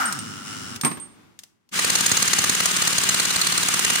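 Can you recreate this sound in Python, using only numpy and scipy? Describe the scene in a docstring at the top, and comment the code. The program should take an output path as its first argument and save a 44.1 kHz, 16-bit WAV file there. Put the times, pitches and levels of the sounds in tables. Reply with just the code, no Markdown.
"""In an open workshop, an air impact wrench works on an engine block. Its vane motor whirs down and
idles on a trickle of air while the socket rattles. Loose steel drops with a clank and a high ring,
and the socket clicks onto the next bolt. Then the hammer inside the wrench pounds the bolt: each
blow stalls the motor, which puffs and hisses as it speeds up for the next."""
import sys
import numpy as np
from scipy import signal
from scipy.fft import rfft, irfft, next_fast_len
from scipy.io import wavfile

SR = 44100
rng = np.random.default_rng(int(sys.argv[2]) if len(sys.argv) > 2 else 0)


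def wav_out(sig):
    """Save sig, one row per channel (or a flat mono array), as 16-bit PCM at SR to the path in sys.argv[1]."""
    wavfile.write(sys.argv[1], SR, np.round(np.clip(np.atleast_2d(sig).T, -1, 1) * 32767).astype(np.int16))


N = 176400
T = np.arange(N) / SR
FIRST_BLOW_S, BLOW_GAP_S = 1.7897, 0.05411

# How hard each hammer blow lands, in turn: (level [dB])
BLOW_STRENGTHS = [-15, -15.5, -14.5, -11.5, -14, -12, -12, -12.5, -13, -15.5, -13, -14, -15, -12, -17.5,
                  -13.5, -13, -18, -14.5, -13.5, -12.5, -16.5, -13.5, -18, -12, -14.5, -14.5, -16.5, -16.5,
                  -16.5, -14.5, -16, -17, -14, -16.5, -15, -15, -15, -13.5, -12.5, -15]
# Blows that jolt the whole engine block: (time [s], level [dB])
JOLTS = [(2.114, -24), (2.386, -24.5), (2.817, -29.5)]
# The crash of a blow, with the recorder's dip and peak in the top treble: (pitch [Hz], level [dB])
CRASH_TONE = [(350, -5), (2800, -7), (7300, -1.5), (9100, 1), (10500, -6), (13800, -17.5), (15000, -3.5),
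              (16000, -36)]
# The ringing changes as the socket shifts: (time [s], block [dB], anvil [dB], socket [dB])
RING_LEVELS = [(1.79, -4, -7, -9), (1.95, -16.5, -11, -6), (2.33, -10.5, -4.5, -3), (2.62, -10.5, -10, -8),
               (3.1, -18, -8.5, -7), (3.45, -11, 0.5, -8), (3.75, -7.5, -16, -9)]
# Notes of the block, anvil (the struck shaft) and socket: (pitch [Hz], level [dB], ring time [s])
BLOCK_NOTES = [(1350, 3.5, 0.013), (1900, 3.5, 0.014)]
ANVIL_NOTES = [(4200, 0, 0.011)]
SOCKET_NOTES = [(6810, 1, 0.0047), (6550, 4, 0.032)]
def hammer(blows):
    """Each blow is a burst of tiny contacts that rings anvil, socket and block; a bounce follows."""
    rise_s, hold_s, fall_s, sag_db_per_s = 0.0011, 0.0065, 0.0028, 425
    bounce_s, bounce_db, thud_db = 0.0312, -10, -18.5
    t = T[:int(BLOW_GAP_S * SR)]
    shape = np.minimum(t / rise_s, 1) * amp(-sag_db_per_s * t)
    shape *= np.exp(-np.maximum(t - hold_s, 0) / fall_s)

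    def bursts(times, db):
        return chatter() * signal.fftconvolve(impulses(times, amp(db)), shape)[:N]
    hits = bursts(blows, BLOW_STRENGTHS)
    bounces = amp(bounce_db) * bursts(blows + bounce_s, BLOW_STRENGTHS)
    parts = zip(in_time(RING_LEVELS), (BLOCK_NOTES, ANVIL_NOTES, SOCKET_NOTES))
    rings = sum(ring(bursts(blows, BLOW_STRENGTHS) * amp(db), notes) for db, notes in parts)
    thuds = colour(amp(thud_db) * bursts(blows, BLOW_STRENGTHS), KNOCK_TONE)
    jolts = colour(bursts(*np.transpose(JOLTS)), PUFF_TONE)  # as deep as the motor's puffs
    return colour(hits + bounces, CRASH_TONE) + rings + thuds + jolts


# Rushing air, with the recorder's dip and peak in the top treble: (pitch [Hz], level [dB])
FULL_HISS_TONE = [(240, -37), (400, -6.5), (570, -15.5), (1230, -1.5), (3470, -1.5), (5110, -4),
                  (6850, -2.5), (9470, -5.5), (13500, -18.5), (15000, -5.5), (16000, -27.5)]
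# Notes of the muffler on the air outlet: (pitch [Hz], width [Hz], level [dB])
MUFFLER_NOTES = [(1227, 50, -18.5), (1602, 43, -15), (2883, 86, -11)]
# Its top note breaks into a whistle: (time [s], length [s], level [dB])
WHISTLES = [(3.047, .11, -36), (3.847, 0.14, -30)]
def working_motor(blows):
    """The motor stalls after each blow, then restarts with a run of puffs. Gives air and puffs."""
    trigger_s, opening_s, hiss_db, puffs_db = 1.71, 0.036, -23, -35
    stall_depth, stall_at_s, stall_width_s = 0.43, 0.013, 0.005
    restart_s, vanes, vane_gap_s, fade_db_per_puff = 0.0212, 7, 0.0057, 1.6
    valve = np.clip((T - trigger_s) / opening_s, 0, 1) ** 2
    since_blow = (T - FIRST_BLOW_S) % BLOW_GAP_S
    stall = stall_depth * np.exp(-((since_blow - stall_at_s) / stall_width_s) ** 2)
    flow = valve * (1 - stall) * amp(hiss_db)
    air = colour(noise() * flow, FULL_HISS_TONE)
    air += sum(amp(db) * resonate(noise() * flow, hz, width) for hz, width, db in MUFFLER_NOTES)
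    whistle = sum(amp(db) * ((T > s) & (T < s + length)) for s, length, db in WHISTLES)
    air += resonate(noise() * whistle, MUFFLER_NOTES[-1][0], width_hz=57)
    starts = np.r_[blows[:2] - 2 * BLOW_GAP_S, blows] + restart_s  # puffing begins before the blows
    kicks = sum(impulses(starts + k * vane_gap_s, amp(-fade_db_per_puff * k)) for k in range(vanes))
    kicks *= np.sqrt(SR * BLOW_GAP_S / vanes)
    return air, air_puffs(kicks, np.sqrt(valve) * amp(puffs_db), swirl=0.45)


# The motor slows, idles and stops: (time [s], puff rate [Hz], puffs [dB], hiss [dB])
WIND_DOWN = [(0, 290, -36, -31.5), (.05, 243, -41, -35.5), (.19, 112, -37.5, -39), (.43, 94.4, -47.5, -42),
             (.48, 104.9, -43, -36.5), (.765, 99, -42, -40.5), (.83, 8, -100, -89)]
# Idle hiss, with the recorder's dip and peak in the top treble: (pitch [Hz], level [dB])
IDLE_HISS_TONE = [(400, -41.5), (1030, -13.5), (2220, -15), (3640, -15.5), (6800, -13.5), (9300, -14),
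                  (13100, -39.5), (16000, -19)]
# The howl of the air outlet: (pitch [Hz], level [dB])
HOWL_TONE = [(500, -31.5), (770, -13.5), (1050, -17), (1330, -1), (1800, -14), (3000, -33)]
# Notes of the wrench's case, rung by the air: (pitch [Hz], level [dB], ring time [s])
CASE_NOTES = [(1360, -0.5, .04), (2900, -2, 0.025), (5360, -1.5, 0.014)]
def idling_motor():
    """Each vane (motor blade) lets out a puff, sputtering as it slows. Gives air and puffs."""
    sputter_by_s, jitter_s, sputter_db = 0.25, 0.002, 3
    hiss_pulsing, howl_db, howl_power, case_db = 0.34, -20, 2.68, -2
    vane_hz, puffs_db, hiss_db = in_time(WIND_DOWN)
    vane_count = np.cumsum(vane_hz) / SR
    passes = np.flatnonzero(np.diff(np.floor(vane_count)))
    uneven = np.clip(T / sputter_by_s, 0.5, 1) ** 3
    times = T[passes] + jitter_s * (uneven * rng.standard_normal(N))[passes]
    sizes = amp(sputter_db * uneven * rng.standard_normal(N))[passes]
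    kicks = impulses(times, sizes) * np.sqrt(SR / vane_hz)
    puffs = air_puffs(kicks, amp(puffs_db), swirl=uneven / 2)
    flow = 1 + hiss_pulsing * np.cos(2 * np.pi * vane_count)
    howl_level = amp(howl_db) * (vane_hz / vane_hz[0]) ** howl_power  # drops fast with speed
    howl = colour(noise() * flow * howl_level, HOWL_TONE)
    whir = ring(noise() * flow * amp(hiss_db + case_db), CASE_NOTES)
    hiss = colour(noise() * flow * amp(hiss_db), IDLE_HISS_TONE)
    return hiss + howl + whir, puffs


# One low puff of air: (pitch [Hz], level [dB])
PUFF_TONE = [(30, -36), (100, 0), (165, -1.5), (230, 4.5), (320, -6.5), (420, -11.5), (1000, -34.5)]
def air_puffs(kicks, gain, swirl):
    """Each kick becomes a puff, with swirling air in between."""
    return colour((kicks + swirl * noise()) * gain, PUFF_TONE)


# The dropped metal lands and bounces: (time [s], level [dB])
LANDINGS = [(0.835, -22), (0.848, -16.5), (0.866, -26), (.913, -26.5), (0.971, -34.5)]
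# One heavy knock: (pitch [Hz], level [dB])
KNOCK_TONE = [(40, -21), (130, 0.5), (260, 5), (550, -7), (1000, -5.5), (16000, -31.5)]
# Notes of the dropped metal: (pitch [Hz], level [dB], ring time [s])
CLANK_NOTES = [(233, -4.5, 0.18), (915, 2, 0.033), (1076, 8.5, 0.1), (1714, -1, 0.028), (12950, 4.5, .13)]
def clank():
    """Heavy metal lands on the bench, bounces and rings."""
    times, db = np.transpose(LANDINGS)
    contacts = chatter() * die_away(impulses(times, amp(db)), fade_s=0.072)
    return colour(contacts, KNOCK_TONE) + amp(-5) * ring(contacts, CLANK_NOTES)


# Touches on the loose steel: (time [s], click [dB], ring [dB])
STEEL_TOUCHES = [(0.055, -29, -18.5), (.125, -19.5, -27), (0.189, -26, -30.5), (0.812, -21, -28),
                 (0.848, -21.5, -17.5), (0.999, -55.5, -30)]
# Its notes, so close together that they waver: (pitch [Hz], level [dB], ring time [s])
STEEL_NOTES = [(8570, 0, 0.26), (8580.6, -6, .26), (8602, -12, .2)]
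def steel_ring():
    """Each touch adds energy to a high ring; fingers cut it short until the steel is let go."""
    let_go_s, held_ring_s = 0.5, 0.11
    times, _, ring_db = np.transpose(STEEL_TOUCHES)
    energy = impulses(times, amp(ring_db) ** 2)
    held = T < let_go_s
    damped = die_away(energy * held, held_ring_s / 2)  # energy fades twice as fast as the vibration
    return sum(amp(db) * np.sqrt(damped + die_away(energy * ~held, ring_s / 2))
               * np.sin(2 * np.pi * hz * T) for hz, db, ring_s in STEEL_NOTES)


# Dry clicks of the tool and socket: (time [s], level [dB])
TOOL_CLICKS = [(0.76, -27.5), (1.390, -32.5), (1.435, -38), (1.69, -49.5)]
# One bright click: (pitch [Hz], level [dB])
CLICK_TONE = [(300, -15), (6000, 2.5), (16000, -8.5)]
def clicks():
    """Metal taps lightly on the loose steel, the tool and the socket."""
    steel_s, steel_db, _ = np.transpose(STEEL_TOUCHES)
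    tool_s, tool_db = np.transpose(TOOL_CLICKS)
    taps = impulses(steel_s, amp(steel_db)) + impulses(tool_s, amp(tool_db))
    return colour(chatter() * die_away(taps, fade_s=0.034), CLICK_TONE)


# Background, fading echo and rustle together: (time [s], level [dB])
BACKGROUND_LEVEL = [(1.0, -45), (1.13, -52.5), (1.21, -52), (1.6, -71.5)]
# Their low tone: (pitch [Hz], level [dB])
BACKGROUND_TONE = [(40, -8.5), (260, -2.5), (646, -18.5), (965, -13.5), (16000, -35.5)]
def background():
    """Low background, with the clank's echo dying away and a faint rustle."""
    return colour(noise() * amp(in_time(BACKGROUND_LEVEL)[0]), BACKGROUND_TONE)


def amp(db):
    """Turns decibels into a number to multiply by."""
    return 10 ** (np.asarray(db) / 20)


def unit(x):
    """Scales a signal to an average power of one."""
    return x / np.sqrt(np.mean(x ** 2) + 1e-20)


def in_time(rows):
    """Turns a table's columns into curves over time."""
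    times, *columns = np.transpose(rows)
    return [np.interp(T, times, column) for column in columns]


def colour(x, tone):
    """Shapes a sound's lows and highs by a tone table; white noise keeps its level."""
    hz, db = np.transpose(tone)
    size = next_fast_len(N + SR // 2, True) // 2 * 2
    bin_hz = np.arange(size // 2 + 1) * SR / size
    gain = unit(amp(np.interp(np.log(bin_hz + 1), np.log(hz), db)))
    # fold the filter so that nothing sounds before its cause
    cepstrum = irfft(np.log(gain))
    cepstrum[1:size // 2] *= 2
    cepstrum[size // 2 + 1:] = 0
    return irfft(rfft(x, size) * np.exp(rfft(cepstrum)))[..., :N]


def resonate(x, hz, width_hz):
    """Rings at one pitch; white noise keeps its level."""
    r = np.exp(-np.pi * width_hz / SR)
    feed = np.sqrt((1 - r * r) / 2) * np.array([1, 0, -1])
    feedback = [1, -2 * r * np.cos(2 * np.pi * hz / SR), r * r]
    return signal.lfilter(feed, feedback, x + 1e-18)


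def ring(x, notes):
    """An object's notes share the energy put in; each falls 60 dB in its ring time."""
    total = np.sqrt(sum(amp(db) ** 2 for _, db, _ in notes))
    return sum(amp(db) * resonate(x, hz, np.log(1000) / np.pi / s) for hz, db, s in notes) / total


def impulses(times, sizes):
    """Single kicks at the given times."""
    return np.bincount((np.abs(times) * SR).astype(int), sizes * np.ones(len(times)), N)[:N]


def die_away(kicks, fade_s):
    """Each kick fades by 60 dB in the given time."""
    return signal.lfilter([1], [1, -amp(-60 / (fade_s * SR))], kicks + 1e-18)


def noise(shared=0.17):
    """White noise, partly alike on the left and right."""
    common, *own = rng.standard_normal((3, N))
    return np.sqrt(shared) * common + np.sqrt(1 - shared) * np.array(own)


def chatter(contacts_per_s=5000):
    """Many tiny metal contacts at random moments."""
    return unit(noise() * (rng.random(N) < contacts_per_s / SR))


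def place(x, room_db, pan_db=0):
    """Sound reaches the left microphone first and echoes around the workshop."""
    right_lag_s, echo_s = 0.000829, 0.32
    left, right = np.broadcast_to(x, (2, N))
    direct = np.array([left, np.interp(T - right_lag_s, T, right)])
    tail = rng.standard_normal((2, SR)) * amp(-60 * T[:SR] / echo_s)
    tail /= np.sqrt((tail ** 2).sum(1, keepdims=True))
    echoes = signal.fftconvolve(direct, tail, axes=1)[:, :N]
    return (direct + amp(room_db) * echoes) * amp([[pan_db / 2], [-pan_db / 2]])


def scene():
    """The wrench, loose metal and background, heard in stereo."""
    blows = np.arange(FIRST_BLOW_S, N / SR, BLOW_GAP_S)
    idle_air, idle_puffs = idling_motor()
    work_air, work_puffs = working_motor(blows)
    mix = place(idle_air + work_air + clicks() + hammer(blows), room_db=-11.5)
    mix += place(idle_puffs + work_puffs, room_db=-14.5)
    mix += place(clank(), room_db=-6.5, pan_db=-1.5)
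    mix += place(steel_ring(), room_db=-27, pan_db=-5)
    return mix + place(background(), room_db=-9)


# How much louder the left microphone is than the right: (pitch [Hz], difference [dB])
MIC_BALANCE = [(250, -0.8), (1200, 4.5), (4400, 0.5), (8000, -3.5)]
def record(dry):
    """The two microphones differ in tone; deep bass and top treble are cut, and peaks are rounded."""
    low_cut_hz, high_cut_hz = 81, 15800
    hz, db = np.transpose(MIC_BALANCE)
    bin_hz = np.arange(N + 1) * SR / (2 * N)
    tilt = np.interp(np.log(bin_hz + 1), np.log(hz), db)
    heard = irfft(rfft(dry, 2 * N) * amp([tilt / 2, -tilt / 2]))[:, :N]
    heard = signal.sosfilt(signal.butter(2, low_cut_hz, "high", fs=SR, output="sos"), heard)
    return signal.sosfilt(signal.ellip(10, 0.1, 80, high_cut_hz, fs=SR, output="sos"), np.tanh(heard))


dry = scene()
out = record(dry)
wav_out(out)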